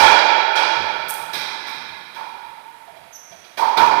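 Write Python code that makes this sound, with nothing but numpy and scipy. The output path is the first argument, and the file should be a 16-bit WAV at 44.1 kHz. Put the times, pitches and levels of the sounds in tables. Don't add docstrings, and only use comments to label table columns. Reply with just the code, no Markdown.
import sys
import numpy as np
from scipy import signal
from scipy.fft import rfft, irfft, next_fast_len
from scipy.io import wavfile
from scipy.ndimage import uniform_filter1d

SR = 44100
rng = np.random.default_rng(int(sys.argv[2]) if len(sys.argv) > 2 else 0)


def wrap_up_sound(samples):
    columns = np.atleast_2d(samples).T
    tamed = np.clip(columns, -1, 1)
    steps = np.round(tamed * 32767).astype(np.int16)
    wavfile.write(sys.argv[1], SR, steps)


N = 176400
TIME = np.arange(N) / SR
FILTER_SIZE = 16384
FREQS = np.fft.rfftfreq(FILTER_SIZE, 1 / SR)


def amp(db):
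    return 10 ** (np.asarray(db) / 20)


def unit(x):
    return x / np.sqrt(np.mean(x ** 2) + 1e-20)


def along(points, hz):
    f, v = np.transpose(points)
    return np.interp(np.log(hz + 1), np.log(f + 1), v)


def colour(points):
    return unit(amp(along(points, FREQS)))


def resonances(modes, skirt):
    power = sum(amp(db) ** 2 / (1 + (2 * (FREQS - hz) / width) ** 2) ** skirt for hz, width, db in modes)
    return unit(np.sqrt(power))


def tilted(gain, slope_db, hz):
    return unit(gain * amp(slope_db * np.log2(np.maximum(FREQS, hz) / hz)))


def power_sum(levels_db, gains):
    return np.linalg.norm(amp(levels_db)[:, None] * np.array(gains), axis=0)


def ring(x, gain):
    cepstrum = irfft(np.log(np.maximum(gain, 1e-6)))
    cepstrum[1:FILTER_SIZE // 2] *= 2
    cepstrum[FILTER_SIZE // 2 + 1:] = 0
    return signal.fftconvolve(x, irfft(np.exp(rfft(cepstrum))))[:len(x)]


def add(out, s, x):
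    i = round(s * SR)
    x, i = x[max(0, -i):], max(0, i)
    out[i:i + len(x)] += x[:N - i]


def burst(spectrum, peak_s):
    u = np.arange(FILTER_SIZE) / SR / peak_s
    return ring(rng.standard_normal(FILTER_SIZE) * u * np.exp(1 - u), colour(spectrum))


# (frequency [Hz], reverberation time [s])
COURT_T60 = [(50, 0.35), (120, 0.37), (330, 2.76), (900, 2.775), (2400, 2.44), (4000, 2.15), (5500, 1.65),
             (8000, 0.92), (12000, 0.56), (16000, .5)]
def court():
    early_db, early_s, build_s = 0.5, 0.086, 0.0024
    hz, t, noise = signal.stft(rng.standard_normal(N), SR, nperseg=512)
    decay = amp(early_db * np.exp(-t / early_s) - 60 * t / along(COURT_T60, hz)[:, None])
    tail = signal.istft(noise * decay, SR, nperseg=512)[1][:N]
    return tail * (1 - np.exp(-TIME / build_s))


# (frequency [Hz], bandwidth [Hz], level [dB])
HOUSING_MODES = [(1146.5, 14, -6), (1338, 56, -2.5), (1459, 77, -2.5), (1730, 160, -8), (2075, 32, -8),
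                 (2375, 212, -0.5), (2823, 49, -7), (3311, 190, -1), (3660, 180, -21), (3900, 57, -3.5),
                 (4730, 87, -4), (5290, 87, -8.5)]
# (frequency [Hz], level [dB])
THUD_SPECTRUM = [(25, -44), (80, -7), (170, 0), (380, 1), (650, -2), (1100, 8), (3000, -33), (16000, -99)]
SLAP_SPECTRUM = [(60, -30), (240, -16.5), (340, 1), (490, 2), (640, 9), (1150, -16), (1600, 4),
                 (2800, -7.5), (3900, -4), (5300, -9.5), (7200, -18.5), (16000, -52)]
CRACK_SPECTRUM = [(200, -43), (2000, -22), (4000, 10.5), (5600, 5.5), (7400, -11), (8700, 0), (10000, -6.5),
                  (11200, -1.5), (12400, -6.5), (15000, -1.5)]
SNAP_SPECTRUM = [(200, -38), (1000, -2), (2500, -15), (3600, 8.5), (5200, -1.5), (7000, -19),
                 (15000, -24.5)]
# (time [s], ping frequency [Hz], ping level [dB], swell time [s], housing ring [dB],
# ring tilt [dB/octave], thud [dB], slap [dB], crack [dB], crack tilt [dB/octave], snap [dB])
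BALL_BLOWS = [(-0.012, 887.7, -7, .004, -11.5, -6.5, -43.5, -14, -19, -5, -27),
              (0.036, 916, -17.5, 0.0055, -11.5, -4.5, -29, -19.5, -29, -5, -40),
              (0.553, 891, -19, 0.014, -16.5, -3.5, -49, -23, -27.5, -6.5, -44),
              (0.622, 910, -25.5, 0.0092, -28, -2, -35, -35.5, -30, -22, -40),
              (2.145, 916, -27, 0.028, -36, -6, -43.5, -44.5, -43, 2, -50),
              (3.572, 911, -11, 0.034, -27, -7, -36, -27.5, -31, 2, -56.5),
              (3.770, 924, -10.5, 0.024, -19, -9.5, -20.5, -20.5, -27.5, 4.5, -19.5)]
def ball():
    out = np.zeros(N)
    return_s, spread_s = .068, .008
    far_wall = 1 + .45 * np.exp(-.5 * ((TIME - return_s) / spread_s) ** 2)
    housing_ring = resonances(HOUSING_MODES, skirt=1.6)
    thud, slap, crack = colour(THUD_SPECTRUM), colour(SLAP_SPECTRUM), colour(CRACK_SPECTRUM)
    ping_width_hz = 78
    pock_hz, pock_width_hz, pock_db, pock_s = 975, 505, -6.5, 0.19
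    pock = resonances([(pock_hz, pock_width_hz, 0)], skirt=2.26)
    for s, hz, ping_db, swell_s, housing_db, tilt, *contact_db, crack_tilt, snap_db in BALL_BLOWS:
        parts = [tilted(housing_ring, tilt, hz), thud, slap, tilted(crack, crack_tilt, hz=6000)]
        add(out, s, ring(court(), power_sum([housing_db, *contact_db], parts)))
        ping = ring(court(), resonances([(hz, ping_width_hz, 0)], skirt=1.55))
        ping += amp(pock_db) * np.exp(-TIME / pock_s) * ring(court(), pock)
        swell = 1 - np.exp(-(TIME / swell_s) ** 2)
        add(out, s, amp(ping_db) * ping * far_wall * swell)
        add(out, s, amp(snap_db) * burst(SNAP_SPECTRUM, peak_s=.009))
    return out


# (frequency [Hz], level [dB])
HUSH_SPECTRUM = [(25, -22), (85, -8), (130, -4.5), (300, -5.5), (700, 0), (2000, 2), (5000, -13.5),
                 (7500, -18), (10000, -11.5), (12000, -15), (15000, -18.5)]
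HISS_SPECTRUM = [(25, -2), (100, -12), (500, -4), (1000, -4.5), (2000, -5), (4000, -6.5), (8000, -10),
                 (15000, -10)]
def noise_floor(spectrum, db):
    return amp(db) * ring(rng.standard_normal(N), colour(spectrum))


# (frequency [Hz], bandwidth [Hz], level [dB])
FLOOR_MODES = [(88.4, 9.6, 1), (156.4, 25, -6.5), (203, 44, -13.5)]
# (time [s], level [dB])
FOOTFALLS = [(0.002, -32), (0.764, -36), (0.988, -46), (1.208, -43), (1.35, -47), (1.748, -50),
             (1.878, -46.5), (2.42, -53.5), (2.899, -53), (3.002, -58.5), (3.298, -52), (3.8, -34.5)]
def footfalls():
    out = np.zeros(N)
    boom = resonances(FLOOR_MODES, skirt=1.43)
    for s, db in FOOTFALLS:
        add(out, s, amp(db) * ring(court(), boom))
    return out


# (frequency [Hz], level [dB])
RIM_SPECTRUM = [(500, -30), (4000, -14), (5500, -9), (7300, -11), (8600, 1), (9900, -3), (11200, 1),
                (12400, -2), (13600, 0), (15500, -2)]
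CLACK_SPECTRUM = [(500, -16), (2800, -10), (3850, 9), (4500, -11), (5400, -12), (7300, -25), (9000, -18),
                  (15000, -19)]
# (frequency [Hz], bandwidth [Hz], level [dB])
FRAME_MODES = [(889, 55, 7), (1435, 140, -1.5), (1704, 100, 1.5), (2060, 116, -1), (2384, 180, 2),
               (3270, 160, -3), (3610, 170, -5.5), (3880, 155, 2), (4830, 100, -9.5), (5300, 370, -9.5)]
# (time [s], reverberant level [dB], direct level [dB])
RIM_SKIPS = [(1.084, -29.5, -25), (1.092, -30.5, -19), (1.1, -41, -18), (1.107, -36, -14),
             (1.139, -35.5, -22), (1.331, -57, -37), (1.698, -50, -37)]
# (time [s], ring [dB], crack [dB], thud [dB])
FRAME_KNOCKS = [(1.331, -23.5, -27, -33), (1.385, -28, -37, -45.5), (1.666, -28, -38, -39)]
# (time [s], level [dB])
FRAME_RATTLE = [(1.333, -22), (1.345, -26), (1.355, -20)]
def racquet():
    out = np.zeros(N)
    for s, echo_db, tick_db in RIM_SKIPS:
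        add(out, s, amp(echo_db) * ring(court(), colour(RIM_SPECTRUM)))
        add(out, s, amp(tick_db) * burst(RIM_SPECTRUM, peak_s=.0012))
    parts = [resonances(FRAME_MODES, skirt=1.3), colour(CRACK_SPECTRUM), colour(THUD_SPECTRUM)]
    for s, *levels_db in FRAME_KNOCKS:
        add(out, s, ring(court(), power_sum(levels_db, parts)))
    for s, db in FRAME_RATTLE:
        add(out, s, amp(db) * burst(CLACK_SPECTRUM, peak_s=.0018))
    return out


# (frequency [Hz], level [dB])
RUB_SPECTRUM = [(100, -9), (400, 6.5), (1000, -3), (2400, -4.5), (4000, 4.5), (7000, -14.5), (15000, -35)]
# (time [s], chirp level [dB], rub level [dB])
SOLE_SCUFFS = [(2.872, -35.5, -48), (2.96, -44, -44.5), (3.03, -65, -49), (3.312, -38, -41),
               (3.44, -64, -39.5)]
def scuffs():
    out = np.zeros(N)
    sole_hz, sole_width_hz, chirp_s = 671.4, 100, .052
    rub = unit(power_sum([0, 3], [colour(RUB_SPECTRUM), resonances(HOUSING_MODES, skirt=1.6)]))
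    sole = resonances([(sole_hz, sole_width_hz, 0)], skirt=1.15)
    chirp = np.sin(2 * np.pi * sole_hz * TIME) * np.sin(np.pi * np.minimum(TIME / chirp_s, 1))
    onset_accent = amp(5 * (np.exp(-(TIME / .025) ** 2) - 1.5))
    for s, chirp_db, rub_db in SOLE_SCUFFS:
        add(out, s, ring(onset_accent * court(), power_sum([chirp_db - 2.5, rub_db], [sole, rub])))
        add(out, s, amp(chirp_db) * chirp)
    return out


# (time [s], frequency [Hz], relative level [dB])
SQUEAK_CONTOUR = [(3.124, 6250, -52), (3.133, 6270, -38), (3.146, 6190, -39), (3.16, 5890, -32),
                  (3.17, 6210, -38.5), (3.185, 6140, -69)]
def squeak():
    s, hz, db = np.transpose(SQUEAK_CONTOUR)
    jitter = .032 * unit(uniform_filter1d(rng.standard_normal(N), size=50))
    phase = 2 * np.pi * np.cumsum(np.interp(TIME, s, hz) * (1 + jitter)) / SR
    envelope = amp(np.interp(TIME, s, db)) * (TIME > s[0]) * (TIME < s[-1])
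    tone = envelope * (np.sin(phase) + amp(-9) * np.sin(2 * phase))
    response = court()
    echo = signal.fftconvolve(tone, response / np.linalg.norm(response))[:N]
    return amp(1) * tone + amp(2) * echo


def scene():
    hush = noise_floor(HUSH_SPECTRUM, db=-46.5)
    hiss = noise_floor(HISS_SPECTRUM, db=-60.5)
    return np.array([hiss, ball() + hush + footfalls() + racquet() + scuffs() + squeak()])


def record(dry):
    knee, cutoff_hz = 8, 15500
    clipped = dry / (1 + np.abs(dry) ** knee) ** (1 / knee)
    size = next_fast_len(N + FILTER_SIZE)
    passband = np.fft.rfftfreq(size, 1 / SR) < cutoff_hz
    return irfft(rfft(clipped, size) * passband, size)[:, :N]


dry = scene()
out = record(dry)
wrap_up_sound(out)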